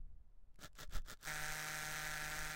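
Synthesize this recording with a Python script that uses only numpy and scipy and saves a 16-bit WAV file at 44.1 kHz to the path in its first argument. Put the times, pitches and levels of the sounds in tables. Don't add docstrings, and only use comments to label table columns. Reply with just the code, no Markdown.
import sys
import numpy as np
from scipy import signal
from scipy.fft import rfft, irfft, next_fast_len
from scipy.io import wavfile

SR = 44100
rng = np.random.default_rng(int(sys.argv[2]) if len(sys.argv) > 2 else 0)


def persist_wave(psi):
    counts = np.round(np.clip(psi, -1, 1) * 32767).astype(np.int16)
    wavfile.write(sys.argv[1], SR, np.atleast_2d(counts).T)


N = 112454
TIME = np.arange(N) / SR

# time in seconds, speed in blows per second.
SPIN_UP = [(1.188, 12), (1.205, 33), (1.222, 61), (1.237, 77), (1.248, 108.6), (1.272, 159)]
# time in seconds, speed in blows per second.
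RUN_SPEED = [(1.29, 153.3), (1.37, 151.7), (1.47, 153.0), (1.56, 153.7), (1.65, 152.8), (1.73, 154.1),
             (1.8, 152.8), (1.88, 152.9), (1.96, 153.7), (2.06, 152.8), (2.14, 152.9), (2.23, 152.0),
             (2.33, 153.3), (2.48, 153.6), (2.55, 153.7)]


def from_db(db):
    return 10 ** (np.asarray(db) / 20)


def curve(rows):
    return np.interp(TIME, *np.transpose(rows))


def noise():
    return rng.standard_normal(N)


def flutter(rate_hz):
    r = np.exp(-2 * np.pi * rate_hz / SR)
    slow = signal.lfilter([1], [1, -2 * r, r * r], noise())
    return slow / slow.std()


def colour(x, points):
    size = next_fast_len(N + SR // 2) * 2
    hz, db = np.transpose(points)
    bin_hz = np.arange(size // 2 + 1) * SR / size
    gain = from_db(np.interp(np.log(bin_hz + 1), np.log(hz), db))
    gain = gain / np.sqrt(np.mean(gain ** 2))
    cepstrum = irfft(np.log(gain))
    cepstrum[1:size // 2] *= 2
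    cepstrum[size // 2 + 1:] = 0
    response = np.exp(rfft(cepstrum))
    return irfft(rfft(x, size) * response)[:N]


def impulses(s, gain):
    samples = np.clip(np.round(s * SR).astype(int), 0, N)
    return np.bincount(samples, gain, N + 1)[:N]


def bursts(hits, decay_s):
    fade = np.exp(-1 / (decay_s * SR))
    return signal.lfilter([1], [1, -fade], hits + 1e-18) * noise()


def ring(x, hz, t60):
    r = np.exp(-np.log(1000) / (t60 * SR))
    w = 2 * np.pi * hz / SR
    return signal.lfilter([np.sin(w), 0, -np.sin(w)], [1, -2 * r * np.cos(w), r * r], x) / (2 * np.sin(w))


def with_modes(x, modes):
    return x + sum(from_db(db) * ring(x, hz, t60) for hz, db, t60 in modes)


def running_at(db, x):
    return from_db(db) * x / x[TIME > RUN_SPEED[0][0]].std()


def wind_and_air():
    # time in seconds, relative level in dB.
    wind_level = [(0.01, -44), (0.33, -60), (0.83, -56), (0.89, -44), (0.92, -55), (0.95, -33), (0.96, -31),
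                  (1.01, -46.5), (1.06, -54), (1.2, -61), (1.44, -52), (1.52, -47.5), (1.58, -67),
                  (1.92, -51.5), (1.96, -57), (2.34, -49), (2.42, -48), (2.55, -60)]
    # frequency in Hz, relative level in dB per Hz.
    wind_colour = [(8, 3.5), (18, 5), (35, -3.5), (55, -11), (80, -18), (120, -26), (200, -34.5),
                   (500, -60), (2000, -97)]
    # frequency in Hz, relative level in dB per Hz.
    air_colour = [(60, 6.5), (150, 1), (250, -4.5), (450, -7), (750, -10), (1300, -15), (2500, -24),
                  (5000, -29), (15000, -35)]
    wind = from_db(1 + curve(wind_level)) * colour(noise(), wind_colour)
    air = from_db(-80.5) * colour(noise(), air_colour)
    return wind + air


def handling():
    # time in seconds, relative level in dB.
    click_rows = [(0.5434, -64), (0.5582, -53.5), (0.5913, -49), (0.6914, -67), (0.731, -56.5),
                  (0.7535, -44.5), (0.876, -57), (0.896, -54), (1.0194, -52), (1.1722, -53),
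                  (1.1887, -71.5)]
    # frequency in Hz, relative level in dB.
    click_colour = [(300, -13), (1500, 4), (3000, 0.5), (7000, 2), (10000, -2), (16000, -14)]
    # time in seconds, relative level in dB.
    knock_rows = [(.588, -59), (0.645, -49), (.818, -53), (1.125, -61)]
    # frequency in Hz, relative level in dB.
    knock_colour = [(50, -6), (90, 4), (210, 1), (290, -10), (380, -4), (480, -21), (620, -1), (900, -28),
                    (1400, -8), (3000, -37)]
    clicks_db, click_decay_s, knock_decay_s = -13.5, 0.0016, 0.0082

    s, db = np.transpose(click_rows)
    click_puffs = bursts(impulses(s, from_db(db + clicks_db)), click_decay_s)
    clicks = colour(click_puffs, click_colour)
    s, db = np.transpose(knock_rows)
    knock_puffs = bursts(impulses(s, from_db(db)), knock_decay_s)
    return clicks + colour(knock_puffs, knock_colour)


def tooth_drops(spin, one_at_s):
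    teeth = np.cumsum(spin) / SR
    teeth = teeth - np.interp(one_at_s, TIME, teeth)
    return TIME[1:][np.diff(np.floor(teeth)) > 0]


def motor():
    # time of top speed in seconds, top speed in blows
    # per second, speed-up in seconds, braking in seconds, relative ratchet and gear levels in dB.
    squeezes = [(0.6459, 110, 0.067, 0.043, -2.5, 0.5), (0.81, 133, 0.067, .048, -1.5, -2.5),
                (.958, 118, 0.067, 0.056, 1, 1.5), (1.1067, 130, 0.068, 0.051, 1.5, -2.5)]
    # time in seconds, relative level in dB.
    crack_level = [(1.23, 6), (1.29, 5), (1.34, 3), (1.42, 4.5), (1.6, 5.5), (1.85, 5.5), (2.1, 3),
                   (2.3, 4), (2.55, 1)]
    bite_s = 1.2517
    run_gears_db = -3.0

    speed = curve(list(SPIN_UP) + list(RUN_SPEED)) * (TIME >= SPIN_UP[0][0])
    drops = [tooth_drops(speed, bite_s)]
    ratchet_db = curve(crack_level)
    gear_db = np.full(N, run_gears_db)
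    for s, top, up_s, brake_s, click_db, whirr_db in squeezes:
        spin = top * np.interp(TIME, [s - up_s, s, s + brake_s], [0, 1, 0])
        drops.append(tooth_drops(spin, s))
        speed = speed + spin
        ratchet_db[spin > 0] = click_db
        gear_db[spin > 0] = whirr_db
    return speed, ratchet_db, gear_db, np.concatenate(drops)


def gears(speed, gear_db, load):
    # frequency in Hz, relative level in dB per Hz.
    gear_colour = [(50, -5.5), (95, 4), (200, 0.5), (290, -1.5), (400, -2), (650, -2.5), (1000, -7.5),
                   (1350, 3.5), (1750, -2), (2600, -7.5), (3500, -3.5), (4800, -6.5), (7500, -8.5),
                   (10000, -17.5), (16000, -15.5)]
    # frequency in Hz, level in dB, time to die by 60 dB in seconds.
    gear_modes = [(207, -56.5, 0.13), (360, -65, 0.02), (597, -48, 0.079), (1342, -38.5, 0.018),
                  (1550, -51, 0.016), (1710, -35.5, .04), (3520, -37, 0.023), (5900, -57, 0.017)]
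    # time in seconds, relative level in dB.
    brake_clatter = [(0.656, -55), (0.831, -49.5), (1.128, -52.5)]
    full_speed, power = 121.7, 1.47
    base_db, loaded_db, rough_db, clatter_decay_s = -54, -2, 3.5, 0.009

    effort = np.clip(speed / full_speed, 0, 1) ** power
    level_db = base_db + gear_db + loaded_db * load + rough_db * flutter(250)
    whirr = noise() * effort * from_db(level_db)
    s, db = np.transpose(brake_clatter)
    clatter = bursts(impulses(s, from_db(db)), clatter_decay_s)
    return with_modes(colour(whirr + clatter, gear_colour), gear_modes)


def hammer(speed, ratchet_db, drops, load):
    # blows per second, relative level in dB.
    ratchet_force = [(8, -43), (25, -29), (45, -16.5), (72, -5), (105, 1.5), (155, 4)]
    # frequency in Hz, relative level in dB.
    housing = [(70, -9), (150, 0.5), (300, -10), (460, -11.5), (612, -5.5), (765, -0.5), (920, -7),
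               (1075, -40), (1225, -6), (1380, 1.5), (1690, 4), (1840, 1.5), (1990, 0.5), (2150, -5),
               (2800, -17), (4000, -13), (9000, -42)]
    # frequency in Hz, relative level in dB per Hz.
    rattle_colour = [(200, -48), (700, -41), (1100, -31), (1350, 3.5), (1700, 5), (2100, -7), (2500, -6),
                     (2900, -20), (6000, -33)]
    # time in seconds, relative level in dB.
    rattle_level = [(1.25, -4), (1.29, 2.5), (1.45, 6), (1.62, -0.5), (1.75, 3.5), (1.86, -3.5), (2.0, 3),
                    (2.55, -1)]
    # seconds after the thump (minus: before), relative dB.
    bounces = [(-.0002, 3.5), (.0005, -15), (.00085, -0.5), (.0012, -4), (.002, -4.5)]
    # frequency in Hz, relative level in dB per Hz.
    crack_colour = [(500, -28.5), (2500, -18), (4000, -4.5), (5200, -2.5), (6200, 2), (7200, -3.5),
                    (9100, -2), (10000, -9.5), (13000, -8.5), (16000, -14.5)]
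    # frequency in Hz, level in dB, time to die by 60 dB in seconds.
    bit_modes = [(3200, -28, 0.01), (3920, -29.5, .016), (6280, -42.5, 0.01), (7690, -41, 0.0092),
                 (11800, -34, 0.02)]
    # frequency in Hz, relative level in dB per Hz.
    snap_colour = [(300, -13), (1500, 0.5), (2600, -14), (4000, -2.5), (6000, 2.5), (8500, -4),
                   (10500, -9.5), (13000, -8), (16000, -3.5)]
    thump_db, rattle_db, crack_db = -48.5, -55.5, -53
    idle_db, snap_db = -24, -40
    thump_scatter_db, crack_scatter_db, jitter_s = 0.4, 1.1, 0.000008
    rattle_decay_s, crack_decay_s, snap_decay_s = 0.0013, 0.00037, 0.0006
    crack_click, snap_noise = 2.3, 0.73

    at = (drops * SR).astype(int)
    late, heavy = noise()[at], noise()[at]
    s = drops + jitter_s * late
    contact = np.clip(load[at], 0, 1)
    force = from_db(np.interp(speed[at], *np.transpose(ratchet_force)))

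    weight = (load[at] + from_db(idle_db)) * from_db(thump_scatter_db * heavy)
    blows = impulses(s, force * weight)
    thump = running_at(thump_db, colour(blows, housing))
    rattle_puffs = bursts(blows * from_db(curve(rattle_level)), rattle_decay_s)
    rattle = running_at(rattle_db, colour(rattle_puffs, rattle_colour))

    force = force * from_db(ratchet_db[at])
    tips = np.zeros(N)
    for lag, db in bounces:
        bounce = from_db(db + crack_scatter_db * noise()[at])
        tips = tips + impulses(s + lag, force * contact * bounce)
    crack = colour(crack_click * tips + bursts(tips, crack_decay_s), crack_colour)
    crack = running_at(crack_db, with_modes(crack, bit_modes))

    free = impulses(s, force * (1 - contact) * from_db(snap_db))
    snap = colour(free + snap_noise * bursts(free, snap_decay_s), snap_colour)
    return thump + rattle + crack + snap


def grinding(load):
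    # frequency in Hz, relative level in dB per Hz.
    grit_colour = [(150, -17), (450, -14.5), (750, -2.5), (1100, -5.5), (1600, 0.5), (2400, 1.5),
                   (2900, -8), (6200, -8.5), (8800, -10.5), (10500, -18), (16000, -12.5)]
    grit_db, rough_db = -53.5, 3
    squeak_s, squeak_width_s, squeak_hz, squeak_t60_s = 1.98, 0.0073, 6060, 0.0071
    grit = colour(noise() * load * from_db(grit_db + rough_db * flutter(430)), grit_colour)
    squeak = running_at(-58, ring(noise(), squeak_hz, squeak_t60_s))
    swell = np.exp(-((TIME - squeak_s) / squeak_width_s) ** 2)
    return grit + squeak * swell


def scene():
    # time in seconds, relative level in dB.
    pressure = [(1.2, -45), (1.24, -8.5), (1.264, -7), (1.275, 4), (1.33, 1.5), (1.7, 1), (2.1, 1.5),
                (2.55, 0.5)]
    speed, ratchet_db, gear_db, drops = motor()
    load = from_db(curve(pressure)) * (TIME > SPIN_UP[0][0])
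    drill = handling() + gears(speed, gear_db, load)
    drill = drill + hammer(speed, ratchet_db, drops, load) + grinding(load)
    return (wind_and_air() + drill)[None]


def record(dry):
    low_pass = signal.ellip(12, 0.1, 70, 15850, fs=SR, output="sos")
    return signal.sosfilt(low_pass, dry)


dry = scene()
out = record(dry)
persist_wave(out)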